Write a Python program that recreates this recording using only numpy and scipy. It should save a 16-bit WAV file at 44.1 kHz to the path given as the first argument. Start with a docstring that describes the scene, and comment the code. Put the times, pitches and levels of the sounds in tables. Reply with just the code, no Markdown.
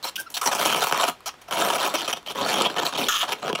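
"""Hands twist and press a figure of inflated latex balloons in a dry studio, close to a small microphone.
Rubber sticks and slips; each slip rings briefly in the taut skins. First come short, regular squeaks
and two fingertip whistles. From 0.4 s a squeeze gives dense crackle and single snaps. After a lull,
more squeezes follow from 1.5 s, then one long creak at 3.1 s, last snaps and squeaks and a low thump."""
import sys
import numpy as np
from scipy import signal
from scipy.fft import rfft, irfft, next_fast_len
from scipy.io import wavfile

SR = 44100
rng = np.random.default_rng(int(sys.argv[2]) if len(sys.argv) > 2 else 0)


def log_audio(samples):
    """Write samples as a 16-bit WAV file to the path given in sys.argv[1]."""
    # one column per channel
    frames = np.atleast_2d(samples).T
    # limit to full scale, then quantise
    limited = np.clip(frames, -1, 1)
    pcm = np.round(limited * 32767).astype(np.int16)
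    wavfile.write(sys.argv[1], SR, pcm)


N = 158760

# noise floor: f/Hz, level/dB
AIR_SPECTRUM = [(15, -32), (40, -9), (120, -7), (911, -7), (3250, -14), (9840, -29), (16000, -34)]
# whistles: t/s, length/s, top f/Hz, peak level/dB
WHISTLE_EVENTS = [(0.177, 0.037, 1556, -28), (0.263, 0.019, 1317, -35)]
# course of the creak: t/s, slip rate/Hz, level/dB
CREAK_PATH = [(3.085, 610, -5), (3.095, 830, -11), (3.110, 680, -13.5), (3.122, 370, -11.5),
              (3.132, 170, -10), (3.144, 500, -11.5), (3.161, 440, -9), (3.176, 230, -13.5),
              (3.183, 250, -8), (3.198, 260, -11.5), (3.217, 640, -12), (3.242, 290, -18)]
# modes of the creaking skin: f/Hz, base width/Hz, level/dB
CREAK_MODES = [(1295, 130, 3.5), (1784, 31, -5.5), (3250, 640, -1), (5130, 38, -15.5), (6570, 910, -9),
               (10250, 310, -19.5), (12600, 520, -18), (15700, 300, -21)]
# rubbing strokes: t/s, length/s, first level/dB, last level/dB, bass/dB, upper mid/dB, treble/dB
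RUB_STROKES = [(0.167, 0.047, -62, -58.5, 19, 22, 22.5), (0.299, 0.04, -53, -70, 11, 13.5, 21.5),
               (0.378, 0.014, -37, -42, -17, 0, 3), (0.416, 0.085, -26, -31.5, -21.5, -7, -3),
               (0.47, 0.0067, -12.5, -24.5, 0, 4, 3.5), (0.51, 0.022, -22, -22, -11, -2.5, -5),
               (0.547, 0.014, -21, -26, -3, -1, 1), (0.578, 0.087, -29.5, -24, 0, 4, 0.5),
               (0.673, 0.17, -24.5, -28.5, -1, 1.5, -3.5), (0.812, 0.083, -33, -27.5, -13, 1, -4),
               (0.903, 0.097, -33.5, -23, -5.5, -2, -9.5), (0.965, 0.075, -31.5, -20.5, -8, -3, -5.5),
               (1.055, 0.033, -40, -20, -10, -1, -2), (1.287, 0.021, -28.5, -58, -36, 10.5, -10),
               (1.412, 0.02, -46.5, -57, -11, 5, 1), (1.478, 0.046, -40, -60, -3, -2, -5),
               (1.508, 0.053, -28.5, -28.5, 0, 1, -6), (1.566, .130, -24.5, -24, -0.5, -0.5, -5),
               (1.698, 0.065, -27.5, -27.5, 0, 0.5, -4), (1.777, 0.086, -28, -24.5, -4, 2, -6),
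               (1.838, 0.097, -28.5, -37, -0.5, -0.5, -5), (1.961, 0.11, -33.5, -38.5, 2.5, 9.5, -4),
               (2.084, 0.02, -27.5, -25.5, -10, 0.5, -3), (2.158, 0.014, -31, -40, 2.5, 7, -4),
               (2.258, 0.051, -46, -36.5, 8, 12, -1), (2.348, 0.093, -35.5, -31, 9, 3.5, -8),
               (2.444, 0.16, -27, -28.5, 2.5, 5.5, -6), (2.601, 0.063, -31.5, -24, 4, 2, -11.5),
               (2.678, 0.078, -37, -41, 6, 2, -11), (2.761, 0.031, -23.5, -28.5, -0.5, 4.5, -10),
               (2.808, 0.028, -38, -27.5, 5.5, 2.5, -10), (2.849, 0.061, -23.5, -41, -2.5, 5.5, -2),
               (2.921, 0.035, -39, -33.5, 6, 9.5, -10), (2.973, 0.1, -31, -37, 9.5, 11, 1.5),
               (3.225, 0.057, -21.5, -40, -10, -6, -14), (3.276, 0.036, -31.5, -31, -2, 5.5, -9),
               (3.339, 0.079, -45, -48, 6, -0.5, -12), (3.419, 0.084, -38, -31, 8, -2, -15.5),
               (3.575, 0.022, -43, -30, -2, 4.5, -12)]
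# squeaks, plus one bright snap (2.619 s) and one low thump (3.529 s, a single slip):
# t/s, length/s, first slip rate/Hz, last slip rate/Hz, level/dB, bass/dB, treble/dB, ring f/Hz
SLIP_BURSTS = [(0.0277, 0.021, 320, 380, -19, -7, 7, 4250), (.043, 0.014, 244, 370, -6.5, -3.5, 3.5, 900),
               (0.06, 0.038, 710, 450, -12, -14, 1.5, 4150), (.157, .012, 840, 980, -20.5, -50, 13.5, 3280),
               (0.341, 0.021, 990, 600, -26, 7, 18, 4350), (0.3665, 0.013, 630, 820, -9, -2, 5.5, 4760),
               (0.414, 0.006, 1380, 590, -9, -1, 5, 1310), (0.458, 0.0087, 970, 920, -5, 9.5, 2.5, 6550),
               (1.0792, 0.014, 310, 202, -3, 2, 3.5, 830), (1.2592, 0.027, 610, 830, -10.5, -5, 4, 5100),
               (1.94, 0.018, 260, 416, -1, 1.5, 4, 556), (2.078, 0.0081, 640, 560, -5.5, 6, 2, 3100),
               (2.128, 0.011, 950, 500, -7.5, 8, 5, 3060), (2.619, 0.0034, 900, 900, -8.5, -10, 14, 9000),
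               (2.6477, 0.025, 226, 174, -4.5, -14, 2.5, 2970), (3.529, .001, 300, 300, -3.5, 16, 6, 2830),
               (3.3207, 0.016, 420, 270, -0.5, -3.5, 3, 2650), (3.551, 0.0095, 590, 640, -3, 0, 2, 2840)]
# snaps: t/s, level/dB
SNAP_EVENTS = [(.613, -5), (.726, -2.5), (0.747, 0), (0.829, -5), (.870, 0), (.912, -3.5), (0.9247, 4.5),
               (0.934, -9), (.945, -4.5), (1.051, -4.5), (1.206, -27), (1.341, -24.5), (1.616, -6),
               (1.632, -21), (1.645, -18), (1.658, -17), (1.784, -7), (2.229, -28), (2.437, -12),
               (2.463, -8), (2.498, -9), (2.596, -23), (2.755, -18.5), (2.799, -1), (2.964, -7.5),
               (3.46, -11), (3.4695, -10), (3.48, -2)]
# skin response: f/Hz, level/dB
SKIN_RESPONSE = [(60, -20.5), (153, -3.5), (427, 3.5), (636, 7), (991, 7.5), (1310, 5.5), (1910, -5),
                 (3580, -3), (6000, -5.5), (13000, -10), (16000, -9.5)]
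# colour registers (bass, mid, upper mid, treble): f/Hz
COLOUR_HZ = [300, 1200, 3500, 10000]

PATCH_DB, PATCH_RATE_HZ = 3.5, 19.2  # swell and fade of each resonance
FIRM_SPREAD_DB = 2.5  # grip scatter of snaps and slip bursts


def amp(db):
    """Decibels to gain."""
    return 10 ** (np.asarray(db) / 20)


def unit_rms(x):
    """Scale to rms 1."""
    return x / np.sqrt(np.mean(x ** 2) + 1e-20)


def drift(rate_hz):
    """Smooth random curve, spread 1."""
    hop = 40
    r = np.exp(-2 * np.pi * hop * rate_hz / SR)
    slow = signal.lfilter([1], [1, -2 * r, r * r], rng.standard_normal(N // hop + 2002))[2000:]
    return np.interp(np.arange(N) / hop, np.arange(len(slow)), unit_rms(slow))


def resonate(x, hz, width_hz):
    """Two-pole resonance, unit peak gain."""
    r = np.exp(-np.pi * width_hz / SR)
    poles = [1, -2 * r * np.cos(2 * np.pi * hz / SR), r * r]
    return signal.lfilter(np.array([1, 0, -1]) * (1 - r * r) / 2, poles, x + 1e-18)


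def slip_times(path_s, rate_hz, jitter):
    """One slip at the start, then one per step of sliding; jitter in steps."""
    t = np.arange(path_s[0], path_s[-1], 1 / SR)
    steps = np.cumsum(np.interp(t, path_s, rate_hz)) / SR
    wobble = rng.standard_normal(200)
    whole = np.arange(int(steps[-1]) + 1)
    return np.interp(whole + jitter * wobble[whole] * (whole > 0), steps, t)


def air(level_db=-52.5):
    """Faint steady room and microphone noise."""
    hz, db = np.transpose(AIR_SPECTRUM)
    bins_hz = np.maximum(np.arange(N // 2 + 1) * SR / N, 1)
    shape = amp(np.interp(np.log(bins_hz), np.log(hz), db))
    return amp(level_db) * unit_rms(irfft(rfft(rng.standard_normal(N)) * shape, N))


def room(x, t60_s=0.19, cut_hz=20000, level_db=-22):
    """Reflections: ten feedback delays, duller each round."""
    size = next_fast_len(N + SR)
    hz = np.arange(size // 2 + 1) * SR / size
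    response = 0
    for k, lag_s in enumerate(np.geomspace(.007, .023, 10)):
        loss = amp(-60 * lag_s / t60_s) / (1 + 1j * hz / cut_hz) ** (lag_s / .015)
        loop = loss * np.exp(-2j * np.pi * hz * lag_s)
        response += (-1) ** k * loop / (1 - loop)
    return amp(level_db) * irfft(rfft(x, size) * response, size)[:N]


def whistles(arch_depth=0.078, overtone_db=-16.5):
    """A fast-sliding fingertip squeals: near-sine, arched in pitch and level."""
    t, out = np.arange(N) / SR, 0
    waver = 0.038 * drift(110)
    for start_s, length_s, hz, db in WHISTLE_EVENTS:
        arch = np.sin(np.pi * np.clip((t - start_s) / length_s, 0, 1)) ** .5
        phase = 2 * np.pi * np.cumsum(hz * (1 + arch_depth * (arch - 1) + waver)) / SR
        overtones = sum(np.sin(k * phase) for k in range(2, 5))
        out += amp(db) * arch * (np.sin(phase) + amp(overtone_db) * overtones)
    return out


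def creak(gain_db=19.5, spread_db=1.5, bend=0.035, damping=0.078):
    """One contact slips at a changing pace and rings one small balloon; squeezing bends its modes."""
    path_s, rate_hz, path_db = np.transpose(CREAK_PATH)
    at = (slip_times(path_s, rate_hz, jitter=0.2) * SR).astype(int)
    out, age = np.zeros(N), np.arange(1500)
    shared_drift = drift(PATCH_RATE_HZ)[at]
    for k, (hz, width_hz, mode_db) in enumerate(CREAK_MODES):
        chance_db = spread_db * rng.standard_normal(200)[:len(at)]
        chance_db += PATCH_DB * drift(2 * PATCH_RATE_HZ)[at]
        size = amp(np.interp(at / SR, path_s, path_db) + gain_db + mode_db + chance_db)
        pitch_hz = hz * (1 + bend * (shared_drift + drift(2 * PATCH_RATE_HZ)[at]) / 2)
        decay = np.pi * (width_hz + damping * hz) / SR
        envelope = 2 * decay ** 2 * age * np.exp(-decay * age)
        rings = size[:, None] * envelope * np.cos(2 * np.pi * np.outer(pitch_hz, age) / SR)
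        out += (-1) ** k * np.bincount((at[:, None] + age).ravel(), rings.ravel(), N)
    return out


def rubbing(rate_hz=2200, gain_db=9.5, spread_db=5.5, attack_s=0.0033, release_db_per_s=873):
    """Crackle: random, mostly small slips in clumps; each stroke swells, ramps and dies away."""
    size = rng.choice([-1, 1], N) * amp(3.5 * np.minimum(rng.exponential(1, N), 4))
    slipping = rng.random(N) < rate_hz / SR
    clumps = amp(1.5 * drift(70))
    size = amp(gain_db) * unit_rms(size * slipping * clumps)[slipping]
    t = np.flatnonzero(slipping) / SR
    power = np.full((4, len(t)), 1e-12)
    for start_s, length_s, first_db, last_db, bass_db, upper_db, treble_db in RUB_STROKES:
        db = np.interp(t, [start_s, start_s + length_s], [first_db, last_db])
        db -= release_db_per_s * np.maximum(t - start_s - length_s, 0)
        attack = np.clip((t - start_s) / attack_s, 0, 1)
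        power += (attack * amp(db + np.vstack([bass_db, 0, upper_db, treble_db]))) ** 2
    ring_hz = np.ones_like(t)  # below all modes: none favoured
    return t, size, 10 * np.log10(power), np.full_like(t, spread_db), ring_hz


def dullness_db(t, share=0.83):
    """A large slip is slightly dull on top and shares the treble loss of the latest stroke."""
    start_s, *_, treble_db = np.transpose(RUB_STROKES)
    stroke = np.maximum(np.searchsorted(start_s, t) - 1, 0)
    return share * np.minimum(treble_db[stroke], 0) - 0.5


def slip_bursts(gain_db=7.5):
    """Squeaks (short runs of slips), plus one bright snap and one low thump."""
    rows = []
    for start_s, length_s, first_hz, last_hz, db, bass_db, treble_db, ring_hz in SLIP_BURSTS:
        t = slip_times([start_s, start_s + length_s], [first_hz, last_hz], jitter=.09)
        size = amp(db + gain_db - 0.5 * rng.standard_normal(200)[:len(t)])
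        colour_db = (bass_db, 0, treble_db, treble_db + dullness_db(start_s))
        rows += [(*slip, ring_hz, *colour_db) for slip in zip(t, size)]
    t, size, ring_hz, *colour_db = np.transpose(rows)
    return t, size, np.array(colour_db), np.full_like(t, FIRM_SPREAD_DB), ring_hz


def snaps(gain_db=10, bright_db=2, body_hz=1294):
    """Single large slips that favour the body ring."""
    t, db = np.transpose(SNAP_EVENTS)
    flat = np.zeros_like(t)
    colour_db = np.array([flat, flat, flat + bright_db, bright_db + dullness_db(t)])
    return t, amp(db + gain_db), colour_db, flat + FIRM_SPREAD_DB, flat + body_hz


def skins(t, size, colour_db, spread_db, ring_hz, q=11.92, coupling_db=-7.5, cross_hz=3250):
    """Slips strike a ladder of short skin resonances, grip each by chance and may favour one ring."""
    out, at = np.zeros(N), np.minimum((t * SR).astype(int), N - 1)
    skin_hz, skin_db = np.transpose(SKIN_RESPONSE)
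    ripple_hz = cross_hz * (1 + .07 * drift(PATCH_RATE_HZ)[at])
    for k, hz in enumerate(np.geomspace(70, 16000, 56)):
        register = np.interp(np.log(hz), np.log(COLOUR_HZ), np.arange(4))
        low = min(int(register), 2)
        db = colour_db[low] + (register - low) * (colour_db[low + 1] - colour_db[low])
        db += np.interp(np.log(hz), np.log(skin_hz), skin_db)
        db += PATCH_DB * drift(PATCH_RATE_HZ)[at]
        db += spread_db * rng.standard_normal(N)[at]
        db += 9 * np.exp(-(np.log2(hz / ring_hz) / .3) ** 2)  # favoured ring
        # strongest near multiples of one cross mode of the tubes
        db += 4.5 * min(hz / cross_hz, 1) ** 2 * np.cos(2 * np.pi * hz / ripple_hz)
        strikes = np.bincount(at, size * amp(db + coupling_db), N)
        ring = resonate(strikes, hz, hz / q)
        if hz > cross_hz:
            ring = resonate(ring, hz, 2 * hz / q)
        out += (-1) ** (k // 3) * ring
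    # deep bass below about 110 Hz is faint
    return signal.sosfilt(signal.butter(2, 112, "high", fs=SR, output="sos"), out)


def scene():
    """Rubbing, snaps and slip bursts ring the skins; creak, whistles, room and air add in. Mono."""
    slips = [np.concatenate(part, axis=-1) for part in zip(rubbing(), snaps(), slip_bursts())]
    balloons = skins(*slips) + creak() + whistles()
    return (balloons + room(balloons) + air())[None]


def record(dry):
    """Soft clip, then steep low-pass."""
    rounded = .7 * np.tanh(dry / .7)
    return signal.sosfilt(signal.cheby2(14, 70, 16600, fs=SR, output="sos"), rounded)


dry = scene()
out = record(dry)
log_audio(out)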